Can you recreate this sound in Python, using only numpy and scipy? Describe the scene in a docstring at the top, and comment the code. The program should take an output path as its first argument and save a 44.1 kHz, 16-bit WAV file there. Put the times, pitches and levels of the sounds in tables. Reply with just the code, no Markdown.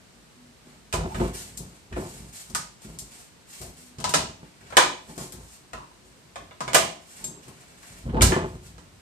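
"""Beak and latch knock a wooden door frame: a crow on a steel lever pecks and tugs at a door that stands ajar.
Each knock is a sum of dying wood modes plus a filtered click; ringing sines give the claws on the lever.
Noise jolts through broad resonances shudder the leaf, shoves and one faint dry tick are dying sines, and the
door edge creaks as moving-pitch grains. Shaped grain noise rustles as feathers, over gliding hum tones and steady
noise. A short lively hallway of band-wise dying echoes surrounds the contacts, heard through two microphone ports."""
import sys
import numpy as np
from scipy import signal
from scipy.fft import rfft, irfft, next_fast_len
from scipy.io import wavfile
from scipy.ndimage import uniform_filter1d

SR = 44100
rng = np.random.default_rng(int(sys.argv[2]) if len(sys.argv) > 2 else 0)


def dump_mix(stems):
    """Bounce the given channels to the path in sys.argv[1] as a 16-bit WAV at rate SR."""
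    frames = np.atleast_2d(stems).T  # one column per channel
    limited = np.clip(frames, -1, 1)  # hard clip at full scale
    pcm = np.round(limited * 32767).astype(np.int16)
    wavfile.write(sys.argv[1], SR, pcm)


N = 397723

# Broad modes of the door leaf. Each row: pitch in Hz, width in Hz, level in dB, share in the bending (0-1),
# share in the edge flutter (0-1).
LEAF = [(56.5, 10.7, 4.5, 0.45, 0.017), (89.6, 47, 5.5, 0.32, 0), (129.6, 16, -0.5, 0.98, 0.12),
        (158.2, 37, 2.5, 1, 0.25), (211.1, 15.6, -6, 1, 0.5), (290.2, 17.5, -4.5, 0.9, 0.6),
        (355.5, 24.7, -1, 0, 0.93), (491.2, 26, -9.5, 0.0079, 0.99), (608, 62, -12, 0.3, 0.93),
        (857, 67, -10, 0.71, 0.75), (1030, 9.2, -21, 0.19, 0.89)]


def amp(db):
    """Amplitude factor of a level in dB."""
    return 10 ** (np.asarray(db) / 20)


def unit(x):
    """Scales to an RMS of 1."""
    return x / np.sqrt(np.mean(x ** 2))


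def at(table, hz):
    """Value of a (Hz, value) table on a log-frequency axis."""
    f, v = np.transpose(table)
    return np.interp(np.log(hz + 1), np.log(f), v)


def shaped(x, gain):
    """Multiplies the spectrum by gain(Hz)."""
    n = next_fast_len(x.shape[-1] + 4096)
    hz = np.arange(n // 2 + 1) * SR / n
    return irfft(rfft(x, n) * gain(hz), n)[..., :x.shape[-1]]


def pair(size):
    """Left and right noise: the bass is partly shared, the treble almost unrelated."""
    # Each row: frequency in Hz, likeness of left and right (0-1).
    likeness = [(60, 0.49), (250, 0.51), (500, 0.138), (1000, 0.034)]
    mid, side = rng.standard_normal((2, size))
    mid = shaped(mid, lambda hz: np.sqrt((1 + np.clip(at(likeness, hz), 0, 1)) / 2))
    side = shaped(side, lambda hz: np.sqrt((1 - np.clip(at(likeness, hz), 0, 1)) / 2))
    return np.array([mid + side, mid - side])


def grains(scatter_db, share):
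    """Noise in which a share of the samples carry a contact of random size; RMS 1."""
    touching = rng.standard_normal(N) * (rng.random(N) < share)
    size = amp(scatter_db * rng.exponential(size=N))
    return unit(touching * size)


def ring(modes, gains, t, detune):
    """Dying sines of (Hz, dB, t60 s) modes, slightly off pitch at every strike; peak 1."""
    hz, db, t60 = np.transpose(modes)[:, :, None]
    hz = hz * (1 + detune * rng.standard_normal(hz.shape))
    decay = amp(db - 60 * t / t60)
    y = np.sum(gains * decay * np.sin(2 * np.pi * hz * t), axis=0)
    return y / np.max(np.abs(y))


def swell(start, rise, held, fall_db_s):
    """Envelope of one event: straight rise, hold, steady fall in dB."""
    t = np.arange(N) / SR - start
    fall = amp(-fall_db_s * np.clip(t - rise - max(held, 0), 0, 2))
    return np.clip(t / max(rise, .002), 0, 1) * fall


def room(echo_db):
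    """Response of the hallway at both ports: the direct sound, then dense echoes dying band by band."""
    # Decay times in seconds for a 60 dB fall, one per octave band centred from 350 Hz up.
    band_t60_s = [0.25, 0.41, 0.33, 0.41, 0.38, 0.27]
    room_db, port_lag_s = 3.5, .0004
    early_db, early_s = 5.5, 0.012  # boost of the first echoes and how fast that boost fades
    t = np.arange(SR * 2 // 5) / SR
    echoes, tail = pair(len(t)), 0
    for k, t60 in enumerate(band_t60_s):
        hz = 350 * 2 ** k
        band = shaped(echoes, lambda f: np.cos(np.pi / 2 * np.clip(np.log2((f + 1) / hz), -1, 1)) ** 2)
        tail = tail + band * amp(-60 * t / t60)
    # near walls give strong first echoes, which build up over the first milliseconds
    build_up = np.clip((t - .001) / 0.0016, 0, 1)
    tail = tail * amp(early_db * np.exp(-t / early_s)) * build_up
    # echo energy relative to the direct sound
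    tail = amp(room_db + echo_db) * tail / np.sqrt(np.sum(tail ** 2) / 2)
    tail[0, 0] += 1
    tail[1, int(port_lag_s * SR)] += 1  # the left port is nearer to the latch
    return tail


def quiet():
    """Steady background noise, heaviest in the bass."""
    # Each row: frequency in Hz, relative spectral level in dB.
    quiet_tone = [(30, 5), (180, 0), (240, -2), (330, -5.5), (770, -11), (2800, -18), (6300, -19),
                  (14000, -19)]
    quiet_db = -56
    return amp(quiet_db) * unit(shaped(pair(N), lambda hz: amp(at(quiet_tone, hz))))


def hum():
    """Faint tones that come and go, each sagging a little in pitch."""
    # Each row: start in seconds, hold in seconds, starting pitch in Hz, level in dB.
    tones = [(0.116, 0.089, 235, -66.5), (0.361, 0.11, 248, -57.5), (0.653, 0.019, 246, -60),
             (3.781, .15, 252, -61)]
    rise_s, fall_db_s, sag_hz_s = 0.019, 196, 40.3
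    out = 0
    for s, held, hz, db in tones:
        t = np.arange(N) / SR - s
        tone = np.sqrt(2) * np.sin(2 * np.pi * (hz - sag_hz_s * t / 2) * t)
        out = out + amp(db) * swell(s, rise_s, held, fall_db_s) * tone
    return out


def rustle():
    """Feathers and claws brushing: dense tiny barb contacts give a bright hiss and a duller scrape."""
    # Each row: start in seconds, rise in seconds, hold in seconds, hiss level in dB,
    # level of the scrape relative to the hiss in dB.
    brushes = [(.63, .03, 0.065, -67.5, -0.5), (1.03, 0.15, 0.069, -51, -5),
               (1.328, 0.023, .01, -38.5, -17), (1.4, 0.049, 0.043, -54.5, -11),
               (1.62, 0.068, 0.081, -64, -9.5), (1.93, 0.08, 0.18, -52, -14.5),
               (2.2, 0.04, 0.097, -64, -20), (2.324, 0.017, 0.0078, -42, -24), (2.4, 0.043, 0.12, -63, -11),
               (2.79, 0.039, 0.082, -58, -11), (3.05, 0.085, 0.064, -54, -12),
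               (3.45, 0.071, 0.14, -51.5, -19), (3.75, 0.023, 0.068, -58.5, -23),
               (4.38, 0.044, 0.037, -76, 7), (4.5, 0.26, 0.022, -64, 4.5), (5.0, 0.12, .02, -56, -12),
               (5.174, 0.018, 0.0092, -42, -19), (5.35, 0.12, 0.066, -55.5, -30),
               (6.03, 0.02, 0.032, -66.5, -20), (6.15, 0.023, 0.03, -72, -27),
               (6.98, 0.19, 0.027, -51.5, -11.5), (7.33, 0.081, 0.56, -66, -3), (7.799, 0.01, .2, -61, -10),
               (8.43, .03, 0.092, -63.5, -15.5), (8.61, 0.029, 0.022, -58, -12), (8.8, .03, .2, -92, -9.5)]
    # Colour of the hiss and of the scrape. Each row: frequency in Hz, level in dB.
    hiss_tone = [(1500, -8), (3500, -6), (5000, -3.5), (8500, 3), (14000, 4)]
    scrape_tone = [(400, 6.5), (1000, 0), (2500, -0.5), (4500, -7.5)]
    fall_db_s, flicker_db, flicker_s = 190, 3.5, .012
    shape = np.array([swell(s, rise, held, fall_db_s) for s, rise, held, *_ in brushes])
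    level_db, scrape_db = np.array(brushes)[:, 3:].T
    hiss = unit(shaped(grains(1.5, .5), lambda hz: amp(at(hiss_tone, hz))))
    scrape = unit(shaped(grains(1.5, .5), lambda hz: amp(at(scrape_tone, hz))))
    # barbs catch and let go unevenly
    hold = max(int(flicker_s * SR), 200)
    steps = np.repeat(rng.standard_normal(N // 200), hold)[:N]
    flicker = amp(flicker_db * uniform_filter1d(steps, hold // 2))
    brushing = amp(level_db) @ shape * hiss + amp(level_db + scrape_db) @ shape * scrape
    close = flicker * brushing
    return signal.fftconvolve(close[None], room(0)[:, :SR // 12], axes=1)[:, :N]


def door():
    """Uneven soft jolts drive the broad modes of the leaf; overlapping shakes add in power."""
    # Shakes as the bird shifts its weight. Each row: start in seconds, hold in seconds, swing on the hinges
    # in dB, bending above that in dB, edge flutter above the swing in dB.
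    shakes = [(.66, .05, -69, 7, 7.5), (.93, .12, -37, -4.5, -0.5), (1.145, 0.039, -33.5, -4, -21),
              (1.198, 0.036, -37.5, 1, 5), (1.33, 0.22, -58.5, 5, -27), (1.585, 0.073, -54, 6.5, -6),
              (1.91, 0.039, -43.5, -7, -5), (1.958, 0.046, -41, -2, 5.5), (2.1, 0.17, -54.5, 1.5, -6),
              (2.49, 0.093, -54, 3.5, -8), (2.845, 0.16, -58.5, 5.5, -1.5), (3.6, 0.083, -53, 1.5, -3.5),
              (3.98, 0.23, -48, -0.5, -4.5), (4.139, 0.024, -58, 15, 17), (4.2, 0.14, -58, -5, -27),
              (4.399, 0.039, -65.5, 7.5, 6), (4.62, 0.15, -57, -1, -14), (4.77, 0.091, -64, 11, 27.5),
              (5.078, 0.026, -65, 11.5, 12), (5.17, 0.035, -54, 6.5, 11), (5.33, 0.067, -51, -2.5, -3.5),
              (5.73, 0.023, -57.5, 7, 5), (6.025, 0.014, -62, -5, 0), (6.36, 0.066, -62.5, 6, 1),
              (6.601, 0.14, -62, 12, 6), (6.74, 0.063, -50.5, 5, 11), (7.2, .15, -64.5, 9.5, 10.5),
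              (7.47, 0.023, -59.5, 5, 4.5), (7.9, 0.15, -54, -7, -14), (8.025, 0.018, -54, -1, -18),
              (8.051, 0.12, -36.5, 0.5, -16), (8.13, .07, -36.5, 2, 3), (8.209, 0.016, -19, -5.5, -12.5),
              (8.302, 0.073, -41, 4, 14.5), (8.5, 0.036, -37.5, -13, -32), (8.65, 0.11, -55, 1, -36),
              (8.774, 0.0064, -70, 10, 11), (8.869, .15, -62, -6, -35)]
    # The leaf never quite rests: swing, bending and flutter in dB, as above.
    tremor = -77, 6.5, 1.5
    rise_s, fall_db_s = 0.0094, 140.5
    power = [swell(s, rise_s, held, fall_db_s) ** 2 for s, held, *_ in shakes]
    power = np.array(power + [np.ones(N)])
    swing_db, bend_db, flutter_db = np.transpose([row[2:] for row in shakes] + [tremor])
    shares = np.array(LEAF)[:, 3:]
    mode_db = swing_db + shares @ [bend_db, flutter_db]
    drive = np.sqrt(amp(mode_db) ** 2 @ power)
    jolts, out = grains(2.5, .05), 0
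    for (hz, width, db, *_), gain in zip(LEAF, drive):
        b, a = signal.iirpeak(hz, hz / width, SR)
        soft, wide = signal.iirpeak(hz, .9, SR)  # a cushioned push has no sharp edge
        mode = unit(signal.lfilter(b, a, signal.lfilter(soft, wide, jolts)))
        out = out + amp(db) * gain * mode
    return out


def shoves_and_tick():
    """Shoves of the leaf against its stop, and one faint dry tick close by at 8.78 s, sound the modes near
    their pitch after a softened rise."""
    # Each row: start in seconds, peak in dB before the rise softens it, favoured pitch in Hz,
    # time constant of the rise in milliseconds. The last row is the tick.
    strikes = [(0.938, -25, 170, 2.2), (0.973, -19, 55, 5.1), (1.148, -18.5, 59, 4), (1.201, -19, 374, 2.6),
               (1.599, -37, 218, 5), (1.933, -22, 60, 5), (1.967, -17, 390, 3.1), (2.847, -27, 170, 3.3),
               (3.64, -48, 60.4, 5), (3.984, -24, 148, 2.6), (8.054, -19, 118, 4.1),
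               (8.135, -12.5, 393, 4.9), (8.212, 1.5, 63, 9.6), (8.317, -5.5, 366, 3.7),
               (8.78, -43, 500, .6)]
    out, t = np.zeros(N + SR), np.arange(SR // 4) / SR
    # a wider resonance dies sooner
    modes = [(hz, 0, np.log(1000) / np.pi / width) for hz, width, *_ in LEAF]
    for s, db, hz, ms in strikes:
        near = amp(-20 * np.abs(np.log2(np.array(modes)[:, :1] / hz)))  # 20 dB less per octave away
        rise = (1 - np.exp(-t / ms * 1000)) ** 2
        out[int(s * SR):int(s * SR) + len(t)] += amp(db) * ring(modes, near, t, 0.025) * rise
    return out[:N]


def leaf_and_tick_at_ports():
    """Leaf and tick reach both ports almost alike; a tiny offset separates mainly the upper modes."""
    near_sound = door() + shoves_and_tick()
    return np.array([near_sound, np.roll(near_sound, -int(0.00027 * SR))])  # right port earlier


def creak():
    """The door edge rubs on the frame: slipping grains carried on a gliding tone of the wood."""
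    # Each row: start in seconds, rise in seconds, hold in seconds, starting pitch in Hz, glide in Hz per second,
    # level in dB before the tone and the room.
    rubs = [(.97, .01, .17, 670, 1400, -45), (1.21, .01, .02, 687, 267, -56),
            (1.98, 0.011, .03, 768, -260, -51), (5.76, 0.017, .01, 1086, -580, -46),
            (8.12, 0.057, .005, 760, 2203, -35), (8.34, .01, .1, 824, -800, -71.5)]
    fall_db_s = 167
    out = 0
    slips = unit(shaped(grains(2.74, 0.071), lambda hz: 1 / (1 + (hz / 110) ** 2)))
    for s, rise, held, hz, glide, db in rubs:
        t = np.arange(N) / SR - s
        tone = np.sin(2 * np.pi * (hz + glide * t / 2) * t)
        out = out + amp(db) * swell(s, rise, held, fall_db_s) * slips * tone
    return signal.fftconvolve(out[None], room(-9.5)[:, :SR // 12], axes=1)[:, :N]


def lever():
    """Claws tick on the steel, which rings thinly and close by, so the walls add little."""
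    # Each row: start in seconds, peak in dB before the room.
    ticks = [(1.5711, -36), (2.9887, -37.5), (7.2417, -23)]
    # Modes of the steel lever. Each row: pitch in Hz, level in dB, 60 dB decay time in seconds.
    steel = [(3740, -18, .08), (6110, -20, .1), (6455, -10, .12), (7550, 0, .16), (7630, -14, .2),
             (9700, -14, .06), (10220, -12, .08), (12800, -4, .04)]
    out, t = np.zeros(N), np.arange(SR // 4) / SR
    for s, db in ticks:
        out[int(s * SR):int(s * SR) + len(t)] += amp(db) * ring(steel, 1, t, .002)
    return signal.fftconvolve(out[None], room(-6), axes=1)[:, :N]


def blows():
    """Each contact of beak, claw or latch rings the wood and cracks; rebounds and echoes repeat it."""
    # Each row: start in seconds, wood peak in dB before the bass cut, crack peak in dB, favoured wood pitch in Hz,
    # narrowness in dB per octave (below zero acts as zero), crack centre in Hz, left minus right in dB.
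    # Both peaks are before the room.
    contacts = [(0.927, -21.5, -13, 2400, 11, 7700, -2), (0.938, -19.5, -15, 870, 13, 6300, -2),
                (1.146, -25.5, -30, 883, -6, 3600, -2.5), (1.199, -27.5, -40, 557, 10, 8120, -9),
                (1.575, -47, -16, 2470, 0, 9780, 4.5), (1.927, -34, -36.5, 2120, 27, 4060, 1),
                (1.963, -29, -39, 560, 9, 4850, -2), (2.5, -55, -30.5, 678, 10, 6600, 6),
                (2.549, -22.5, -7.5, 1340, 46, 6660, -0.5), (2.819, -54, -37.5, 598, 25, 6420, 9),
                (2.988, -52, -15.5, 940, 17, 8300, 2), (3.616, -39.5, -23, 556, 19, 11100, 6),
                (3.985, -37, -31, 552, -4, 4020, 0), (4.002, -34, -26, 785, 1, 5900, 4.5),
                (4.042, -20, -13, 1036, 32, 3690, 2), (4.093, -29, -11.5, 800, -7, 8000, -1.5),
                (4.139, -9, -7, 1000, -3.5, 4900, -0.5), (4.145, -17.5, -5.5, 1030, 10, 4700, 0),
                (4.704, -41, -38, 1000, 18, 4290, 10), (4.725, -27.5, -37.5, 1000, 8, 3570, -2),
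                (4.769, 0, 1.5, 2280, 5, 5240, -0.5), (4.777, -7, -29, 1030, 15, 8330, 0),
                (5.179, -35, -21, 635, 7, 7970, 5), (5.323, -41.5, -22, 606, 3, 11100, 4),
                (5.733, -27.5, -29.5, 1180, 9, 4870, 1), (6.358, -26, -29.5, 651, 0.5, 3510, 0.5),
                (6.51, -36.5, -55, 950, -2, 3670, -1), (6.606, -23, -22, 1030, 21, 4310, 1),
                (6.679, -20, -23, 1070, 1, 3670, -1), (6.733, -18.5, -12.5, 1700, 1, 6770, -7),
                (6.746, -4.5, 6, 1900, 5.5, 8200, -4.5), (6.753, -10, -14, 653, 9, 7140, 7.5),
                (7.244, -45, -17, 649, 11, 7900, 4), (7.483, -46, -31.5, 960, 5, 8420, 6.5),
                (7.831, -44.5, -42, 1720, 27, 3500, 3), (8.095, -39.5, -58, 950, 2, 3500, -2),
                (8.17, -33, -58, 1000, 7, 3510, 11), (8.21, -15, -17, 2650, 28, 3750, 4),
                (8.219, -10, 6.5, 980, -5, 7760, -3), (8.321, -15.5, -40, 1650, 18, 3500, -0.5),
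                (8.781, -43.5, -40.5, 1610, 8, 5000, -7)]
    # Modes of frame and door edge. Each row: pitch in Hz, level in dB, 60 dB decay time in seconds.
    wood = [(545, -3, .025), (668, 0, .04), (800, -2, .025), (1030, 0, .04), (1250, 0, .028),
            (1450, -2, .02), (1650, 0, .016), (1950, 0, .011), (2360, 1, .01), (2880, 1, .01),
            (3300, 0, .01)]
    rebound_db, chatter_s, echo_db = -45.5, 0.0013, 1.5
    out, t = np.zeros((2, N + SR)), np.arange(SR // 8) / SR
    small = signal.butter(3, 420, "high", fs=SR, output="sos")  # a small contact radiates no bass
    click = np.diff(t == 0, prepend=0)
    for s, wood_db, crack_db, wood_hz, narrow_db, crack_hz, pan_db in contacts:
        # the place struck favours the modes near one pitch
        octaves = np.abs(np.log2(np.array(wood)[:, :1] / wood_hz))
        near = amp(-max(narrow_db, 0) * octaves)
        knock = signal.sosfilt(small, ring(wood, near, t, 0.041))
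        band = signal.iirpeak(crack_hz, .7, SR)
        crack = signal.lfilter(*band, signal.lfilter(*band, click))
        crack = crack / np.max(np.abs(crack))
        contact = amp(wood_db) * knock + amp(crack_db) * crack
        # every blow has its own pattern of echoes and rebounds
        path = room(echo_db)
        path[:, :len(t)] += amp(rebound_db) * rng.standard_normal(len(t)) * np.exp(-t / chatter_s)
        wet = signal.fftconvolve(contact[None], path, axes=1)
        out[:, int(s * SR):int(s * SR) + wet.shape[1]] += wet * amp([[pan_db / 2], [-pan_db / 2]])
    return out[:, :N]


def scene():
    """All layers summed at the left and right ports."""
    leaf_and_tick = leaf_and_tick_at_ports()
    background = quiet()
    return blows() + lever() + creak() + rustle() + leaf_and_tick + hum() + background


def record(dry):
    """Microphone colour, unequal ports, a soft ceiling on the loudest knocks and the cut at the top."""
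    # Colour common to both ports. Each row: frequency in Hz, level in dB.
    mic_tone = [(25, -32), (50, -1.5), (2900, 7), (3450, 5.5), (4100, 7), (6000, 4.5), (8800, 5.5),
                (10000, -5), (11000, -4), (13800, -7.5), (14600, -39.5), (16000, -45)]
    # Imbalance of the ports. Each row: frequency in Hz, left minus right in dB.
    port_tilt = [(200, 0), (380, 1.5), (700, 1.5), (1300, -1), (2400, 0), (8000, -1.5), (10000, 6.5),
                 (12500, 6)]
    ceiling, top_hz = .88, 15570
    x = shaped(dry, lambda hz: amp(at(mic_tone, hz) + np.outer([.5, -.5], at(port_tilt, hz))))
    x = x / (1 + np.abs(x / ceiling) ** 4) ** .25
    return signal.sosfilt(signal.ellip(8, .2, 70, top_hz, fs=SR, output="sos"), x)


dry = scene()
out = record(dry)
dump_mix(out)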